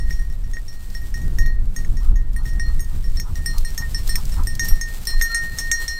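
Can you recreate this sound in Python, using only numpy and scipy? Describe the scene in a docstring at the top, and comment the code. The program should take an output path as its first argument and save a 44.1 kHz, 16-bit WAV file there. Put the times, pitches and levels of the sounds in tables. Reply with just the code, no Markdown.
"""Belled dog galloping through dry grass

A dog gallops towards the microphone and slows to a trot: modes of a small collar bell, struck unevenly on its
broad or narrow side, ring as decaying sines damped by the fur. Shaped noise makes the clapper's clicks,
the rustling and snapping stalks, the soft panting and the strong wind that buffets the microphone.
A faint lower sine rings from a collar fitting near the end."""
import sys
import numpy as np
from scipy.fft import rfft, irfft, next_fast_len
from scipy.io import wavfile
from scipy.ndimage import uniform_filter1d, map_coordinates

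SR = 44100
rng = np.random.default_rng(int(sys.argv[2]) if len(sys.argv) > 2 else 0)


def transcribe(u):
    """Save the signal u as a 16-bit wav file named by the first command-line argument.

    u: samples, shape (n,) or (channels, n), limited to [-1, 1]; the rate is SR.
    q: integer samples, one column per channel.
    """
    v = np.clip(np.atleast_2d(u).T, -1, 1)
    q = np.round(v * 32767).astype(np.int16)
    wavfile.write(sys.argv[1], SR, q)


N = 264159
TIME = np.arange(N) / SR


def amp(db):
    """Decibels to gain."""
    return 10 ** (np.asarray(db) / 20)


def unit(x):
    """x at rms 1."""
    return x / np.sqrt(np.mean(x ** 2) + 1e-20)


def curves(rows):
    """Per-sample interpolation of each column after the time."""
    times, *columns = np.transpose(rows)
    return [np.interp(TIME, times, column) for column in columns]


def wobble(knots_per_s):
    """Smooth random curve through normally distributed knots."""
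    knots = rng.standard_normal(int(N * knots_per_s / SR) + 4)
    return map_coordinates(knots, [TIME * knots_per_s])


def bump(offset, width):
    """Gaussian swell: 1 at offset 0, 1/e at one width."""
    return np.exp(-(offset / width) ** 2)


def filtered(x, response):
    """x times a gain that is a function of frequency."""
    size = next_fast_len(N + SR // 2)
    spectrum = rfft(x, size) * response(np.fft.rfftfreq(size, 1 / SR))
    return irfft(spectrum, size)[:N]


def coloured(x, points):
    """x shaped by (frequency [Hz], level [dB]) points on a log axis, at rms 1."""
    point_hz, db = np.transpose(points)
    return unit(filtered(x, lambda hz: amp(np.interp(np.log(hz + 1), np.log(point_hz + 1), db))))


def noise(points):
    """Noise of rms 1 with the given spectrum."""
    return coloured(rng.standard_normal(N), points)


def fade(age, t60):
    """Free decay of a vibration: -60 dB at age t60."""
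    return np.exp(-np.log(1000) * age / t60)


def latest(times):
    """Per sample: row of the most recent event and its age [s], infinite before the first."""
    row = np.searchsorted(np.maximum.accumulate(times), TIME, side="right") - 1
    row = np.maximum(row, 0)
    age = np.where(TIME < times[row], np.inf, TIME - times[row])
    return row, age


def swinging(depth_db, drift_rad, knots_per_s):
    """Complex gain of a mode: level and phase waver as the bell swings on the collar."""
    level = amp(depth_db * np.tanh(wobble(knots_per_s)))
    return level * np.exp(1j * drift_rad * wobble(knots_per_s))


# Doppler shift of the running dog: (time [s], pitch ratio)
DOPPLER = [(0, 1.011), (1.5, 1.011), (2.7, 1.009), (3.5, 1.003), (4.1, .999), (4.8, .998), (5.3, 1),
           (6, 1.001)]


def partial(hz, envelope):
    """One bell mode: a Doppler-shifted sine under a complex envelope."""
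    clock = np.cumsum(curves(DOPPLER)[0]) / SR
    smooth = np.convolve(envelope, np.ones(12) / 12, "same")  # softens steps at strikes
    return np.imag(smooth * np.exp(2j * np.pi * (hz * clock + rng.random())))


# Clapper strikes: (time [s], ring level [dB], hardness [dB/octave], side struck [-1 narrow .. 1 broad],
# hum level [dB], time until the fur has damped the hum by 60 dB [s])
STRIKES = [(0.0,-47,-9,0.13,-40,0.77), (0.107,-43.5,1,0.34,-29,0.08), (.126,-43.5,-8,-0.63,-45,.9),
           (0.193,-48.5,4,-0.087,-39,0.2), (.3,-61.5,-12,.6,-47,0.21), (0.439,-54.5,-1,0,-49,.23),
           (0.535,-44.5,-4,-0.63,-34.5,0.16), (.569,-51,-4,-.2,-27.5,0.063), (0.681,-43,-0.5,0,-50,1),
           (.95,-43,3,-0.033,-34.5,0.14), (1.017,-55,11,-.1,-40.5,0.19), (1.142,-39,1.5,-.3,-31.5,.2),
           (1.216,-50,0,-0.99,-41.5,.26), (1.386,-33.5,0.5,-0.51,-25.5,0.25),
           (1.461,-41.5,-3.5,-0.79,-31.5,0.27), (1.763,-36.5,3,-0.73,-35.5,0.17),
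           (1.848,-55,0,-0.74,-35.5,0.019), (1.97,-46,-5,-0.27,-41.5,0.15), (2.158,-49,-1,-0.92,-43,0.34),
           (2.363,-48,24,0.29,-34,0.098), (2.455,-43.5,5,-0.3,-37,0.29), (2.49,-46,-5,-0.081,-41,0.47),
           (2.597,-38.5,-2.5,0.39,-28,0.29), (2.794,-41,1,-0.053,-37,0.21),
           (2.805,-44,16.5,-0.43,-45.5,0.39), (3.042,-51.5,-8,0.87,-46.5,0.22),
           (3.171,-42.5,-17,0.58,-40,0.15), (3.199,-31,6,-0.59,-33,0.065), (3.356,-51.5,-8,0.39,-39.5,.32),
           (3.46,-31.5,3.5,1,-27,0.2), (3.649,-36,7.5,0.29,-34.5,0.19), (3.778,-29,0.5,-0.87,-28,0.37),
           (3.823,-54,-2,0.03,-25,0.11), (3.946,-32,2,0.86,-29.5,.14), (4.093,-33,5,0.99,-32,0.29),
           (4.156,-24.5,5,-0.22,-22.5,0.032), (4.321,-44,-1,0.79,-48,0.26), (4.471,-34.5,7,0.32,-32,0.24),
           (4.595,-27,-3.5,-0.75,-23.5,0.78), (4.646,-33,9.5,-0.59,-29.5,0.19),
           (4.685,-32,11.5,0.42,-34,0.64), (4.812,-30,3.5,-0.54,-25.5,0.31), (5.071,-29,0.5,0.53,-30,1),
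           (5.213,-28.5,-1,-0.44,-15.5,0.035), (5.222,-23.5,2.5,-0.32,-21,1),
           (5.346,-25.5,3.5,-0.2,-20,0.52), (5.586,-22.5,2,-0.56,-24.5,0.96),
           (5.715,-20,-0.5,-0.85,-18.5,0.43), (5.88,-24.5,-3.5,-0.13,-26,1)]
PIVOT_HZ = 6000


def struck_db(hz, side_db):
    """Mode level per strike: hardness tilts the spectrum about the pivot, and each mode favours a side."""
    _, ring, hardness, side, *_ = np.transpose(STRIKES)
    return ring + hardness * np.log2(hz / PIVOT_HZ) + side_db * side


# A node of the hum faces the microphone: (time [s])
NODES = [.052, 1.655, 2.735, 3.812, 4.7, 5.111, 5.19, 5.289, 5.508, 5.603, 5.769, 5.869]
HUM_HZ = 1846


def bell_hum(hum_db=0, sinking=1.51, swing_db=2, drift_rad=0.8, swing_knots_per_s=26,
             knock_db=2, knock_t60=0.094, turn_s=0.011, node_s=0.0029):
    """Lowest mode; damping grows after each strike as the bell sinks back into the fur."""
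    times, *_, level, hum_s = np.transpose(STRIKES)
    row, age = latest(times)
    knock = knock_db * fade(age, knock_t60)
    hum = amp(level[row] + hum_db + knock) * fade(age ** sinking, hum_s[row] ** sinking)
    # each node: a dip and a half-cycle slip, direction alternating
    facing = np.ones(N)
    for k, s in enumerate(NODES):
        offset = TIME - s
        facing = facing * (node_s + (-1) ** k * 1j * offset) / np.hypot(offset, turn_s)
    return partial(HUM_HZ, hum * facing * swinging(swing_db, drift_rad, swing_knots_per_s))


# The bell turns the loud side of its second mode to the microphone: (time [s], swell [dB])
SWELLS = [(1.5, 11), (2.4, 24.5), (2.68, 13.5), (3.55, 10), (3.67, 12), (4.13, 6), (5.11, 11), (5.33, 15),
          (5.81, 3.5), (5.91, 8), (5.99, 5.5)]
SHIMMER_HZ = 4207


def bell_shimmer(shimmer_db=-17, side_db=5, hum_time_ratio=1.9, sinking=1.66, swell_s=0.046,
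                 swing_db=4, drift_rad=1.0, swing_knots_per_s=24):
    """Second mode: fur damps it more slowly than the hum; it swells as the bell turns."""
    times, *_, hum_s = np.transpose(STRIKES)
    row, age = latest(times)
    swell = sum(db * bump(TIME - s, swell_s) for s, db in SWELLS)
    level = struck_db(SHIMMER_HZ, side_db)[row] + shimmer_db + swell
    decay = fade(age ** sinking, (hum_time_ratio * hum_s[row]) ** sinking)
    return partial(SHIMMER_HZ, amp(level) * decay * swinging(swing_db, drift_rad, swing_knots_per_s))


# Bright bell modes: (frequency [Hz])
BRIGHT_HZ = [2300, 3480, 3720, 5422, 5650, 6442, 7435, 8620, 9385, 9700, 10772, 11400, 12265, 13995, 14852]
# Same modes in order: (relative level [dB], t60 [s], gain from a strike on the broad side [dB])
BRIGHT = [(-26.5, 0.045, -14), (-16, 0.014, -10), (-12.5, 0.033, -6), (3.1, 0.21, 6.5), (0, 0.29, 3.5),
          (-8, 0.14, -18), (-14, 0.073, -6), (-2.5, .16, 5.5), (-12, .1, -3), (-16, 0.099, 9),
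          (-22.5, 0.16, -4), (-18.5, 0.04, -7), (-13, 0.17, -7), (-14, 0.1, 1), (-24, 0.096, -6)]


def bell_ring(ring_db=-1, bite_db=3, bite_t60=0.039, scatter_db=4.5, twin_db=3.5,
              swing_db=2.0, drift_rad=0.6, swing_knots_per_s=35, fur_stretch=2.36):
    """Bright modes, set ringing anew by each strike and shortened by the fur."""
    strikes = np.array(STRIKES)
    count = len(strikes)
    row, age = latest(strikes[:, 0])
    bite = amp(bite_db * fade(age, bite_t60))  # brief boost at the strike
    fur = fade(age, fur_stretch * strikes[row, -1]) ** .5
    lean_db = twin_db * rng.uniform(-1.3, 1, count)  # neighbouring modes trade strength
    out = np.zeros(N)
    for k, (hz, (db, t60, side_db)) in enumerate(zip(BRIGHT_HZ, BRIGHT)):
        # finer mode pattern: more sensitive to where the clapper lands
        luck_db = scatter_db * hz / PIVOT_HZ * rng.uniform(-1.17, 1, count)
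        luck_db = luck_db + (-1) ** k * lean_db
        phase = np.exp(2j * np.pi * rng.random(count))
        start = amp(struck_db(hz, side_db) + luck_db + db + ring_db) * phase
        envelope = start[row] * fade(age, t60) * bite * fur
        out += partial(hz, envelope * swinging(swing_db, drift_rad, swing_knots_per_s))
    return out


def clapper(crack_db=-16, crack_t60=0.062, clack_db=-12, clack_t60=.022, muffled_db=15, muffled_s=0.075):
    """Metal on metal: a short crack, and a lower clack boosted when the fur muffles the bell."""
    times, ring, *_, hum, hum_s = np.transpose(STRIKES)
    row, age = latest(times)
    crack = noise([(700, -44), (1600, -4), (2400, 0), (3500, 0), (8000, 32), (15000, 6)])
    clack = noise([(500, -30), (1400, -49), (2100, 26), (2800, -5), (3600, 10), (8000, -10), (15000, -24)])
    clack_level = (hum + ring) / 2 + clack_db + muffled_db * bump(hum_s, muffled_s)
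    cracks = amp(ring[row] + crack_db) * fade(age, crack_t60) * crack
    clacks = amp(clack_level[row]) * fade(age, clack_t60) * clack
    return cracks + clacks


# Rustle: (time [s], relative level [dB])
GRASS = [(0.0, -55), (0.25, -57.5), (1.12, -52.5), (1.35, -52.5), (1.5, -63), (1.72, -59), (1.93, -53.5),
         (2.12, -63), (2.38, -62.5), (2.52, -56.5), (2.87, -53), (2.95, -55.5), (3.77, -47.5),
         (4.39, -49.5), (4.69, -48.5), (5.99, -46.5)]
# Stalk spectrum: (frequency [Hz], relative density [dB])
STALKS = [(400, 4), (900, 1), (2000, 1), (2800, 0), (4500, 2), (6500, 0), (8200, 4), (10200, -3.5),
          (13000, 0.5), (15500, -2)]
# Paws plunge into the grass: (time [s], extra rustle [dB])
FOOTFALLS = [(.1, 6), (.93, 2), (1.8, 5.5), (2.05, 7), (2.46, 8.5), (2.96, 5.5), (3.15, 3.5), (3.41, 1),
             (3.73, -1), (3.9, 1.5), (4.09, 7.5), (4.28, 4.5), (4.671, 9), (4.952, 4.5), (5.098, 7.5),
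             (5.588, 8.5), (5.83, 7)]


def grass(rustle_db=2.0, crackle_db=-4, grains_per_s=500, surge_db=2.0, footfall_s=0.046):
    """Legs brush stalks: noise swish plus sparse random crackle, its level shifted at footfalls."""
    strides = sum(db * bump(TIME - s, footfall_s) for s, db in FOOTFALLS)
    rustle = amp(curves(GRASS)[0] + rustle_db + strides + surge_db * wobble(35))
    grains = rng.laplace(size=N) * (rng.random(N) < grains_per_s / SR)
    return rustle * (noise(STALKS) + amp(crackle_db) * coloured(grains, STALKS))


# Spectra of buffets, eddies and field hush: (frequency [Hz], relative density [dB])
BUFFET = [(4, -56), (9, -11), (13, 2), (22, 0.5), (34, -4.5), (50, -13), (70, -21), (100, -39), (200, -100)]
FLUTTER = [(45, -5.5), (70, 2), (100, -3), (160, -9.5), (250, -19.5), (400, -28.5), (700, -39),
           (1500, -42.5), (4000, -66.5)]
AIR = [(100, 9.5), (500, 11), (1000, 7), (2000, -0.5), (4000, -2), (9000, -26), (15000, -87)]
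# Steady push of the wind: (time [s], relative level [dB])
BUFFET_LEVEL = [(0.0, -40), (0.28, -25), (0.42, -20.5), (0.7, -29.5), (1.55, -16.5), (1.75, -22.5),
                (2.03, -19), (3.89, -25.5), (4.09, -18.5), (5.24, -31.5), (5.76, -27), (5.99, -32.5)]
# Fast eddies: (time [s], relative level [dB])
FLUTTER_LEVEL = [(0.0, -30.5), (0.8, -37.5), (1.15, -33), (1.3, -25), (1.35, -25), (1.38, -20.5),
                 (1.47, -30), (1.77, -30.5), (1.88, -24), (2.08, -33), (2.12, -24.5), (2.25, -29.5),
                 (2.27, -32.5), (2.57, -26.5), (2.67, -31), (2.77, -27.5), (2.92, -41), (2.95, -27.5),
                 (3.72, -35), (3.97, -29.5), (4.61, -28.5), (4.9, -36.5), (5.09, -35.5), (5.36, -44),
                 (5.44, -29), (5.47, -34), (5.99, -42)]
# Single gusts: (centre time [s], half-width to 1/e [s], relative level [dB])
GUSTS = [(0.097, 0.21, -15.5), (1.42, 0.071, -12), (1.668, 0.034, -16.5), (1.918, 0.021, -7),
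         (2.122, 0.085, -10), (2.736, 0.084, -13), (3.113, 0.1, -15), (3.602, 0.053, -12.5),
         (4.405, 0.071, -13.5), (4.735, 0.028, -7), (5.191, .06, -10.5)]


def wind(buffet_db=4, gust_db=1, flutter_db=-1, lump_db=2.5, air_db=-57):
    """Gusts push the microphone in slow buffets and faster eddies, over the hush of the field."""
    gusts = sum(amp(db + gust_db) * bump(TIME - s, width) for s, width, db in GUSTS)
    force = np.hypot(amp(curves(BUFFET_LEVEL)[0] + buffet_db), gusts)
    push = noise(BUFFET)
    # even out the buffets so that force sets the level
    push /= np.sqrt(np.abs(uniform_filter1d(push ** 2, size=4000)) + .2)
    eddies = unit(noise(FLUTTER) * amp(lump_db * wobble(30)))
    flutter = amp(curves(FLUTTER_LEVEL)[0] + flutter_db) * eddies
    hush = amp(air_db + wobble(3.73)) * noise(AIR)
    return force * push + flutter + hush


# Dry stalks snap: (time [s], relative level [dB])
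SNAPS = [(0.901, -35), (2.332, -38), (2.533, -38), (2.8453, -32), (3.3323, -43), (3.356, -27),
         (3.5818, -17), (3.704, -29), (4.076, -18), (4.254, -23), (4.4346, -26.5), (4.552, -22.5),
         (4.6555, -21), (5.053, -20)]


def snaps(snap_db=-6, t60=0.026):
    """A breaking stalk: a brief, bright burst of decaying noise."""
    times, db = np.transpose(SNAPS)
    row, age = latest(times)
    crack = noise([(600, -45), (2000, -12), (5000, 12.5), (9000, 5.0), (15000, 5.5)])
    return amp(db[row] + snap_db) * fade(age, t60) * crack


# Pants: (centre time [s], half-width to 1/e^2 [s], level [dB])
PANTS = [(2.045, 0.054, -48.5), (2.413, 0.046, -50.5), (2.702, 0.042, -52.5), (2.926, 0.041, -54),
         (3.281, 0.059, -47.5), (3.562, 0.037, -44), (3.817, 0.04, -45), (4.191, 0.029, -42.5),
         (4.401, 0.042, -37.5), (4.712, 0.0076, -41), (5.139, 0.01, -42.5)]


def panting(pant_db=0, mouth_hz=1060, sharpness=4, spread=1.162):
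    """Puffs of air noise through two resonances of the dog's open mouth."""
    def mouth(hz):
        """Sum of two resonance curves, one below and one above mouth_hz."""
        gain = 0
        for centre in (mouth_hz / spread, mouth_hz * spread):
            detuning = hz / centre - centre / np.maximum(hz, 1)
            gain = gain + 1 / (1 + (sharpness * detuning) ** 2)
        return gain

    puffs = sum(amp(db + pant_db) * np.exp(-2 * ((TIME - s) / width) ** 2) for s, width, db in PANTS)
    return puffs * unit(filtered(rng.standard_normal(N), mouth))


# A collar fitting rings: (time [s], level [dB])
TAG = [(5.213, -45), (5.3, -36), (5.716, -48)]


def tag(hz=1378, t60=0.56):
    """Faint lower collar ring: a decaying sine with softened onsets, heard when the dog is close."""
    times, db = np.transpose(TAG)
    row, age = latest(times)
    envelope = uniform_filter1d(amp(db[row]) * fade(age, t60), size=400)
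    return envelope * np.sin(2 * np.pi * hz * TIME)


def scene():
    """The dog in an open, windy field, without echoes."""
    bell = bell_hum() + bell_shimmer() + bell_ring() + clapper()
    return (bell + grass() + wind() + snaps() + panting() + tag())[None]


TOP_HZ = 15650


def record(dry):
    """Steep low-pass, -3 dB at TOP_HZ."""
    return filtered(dry[0], lambda hz: 1 / np.sqrt(1 + (hz / TOP_HZ) ** 160))[None]


dry = scene()
out = record(dry)
transcribe(out)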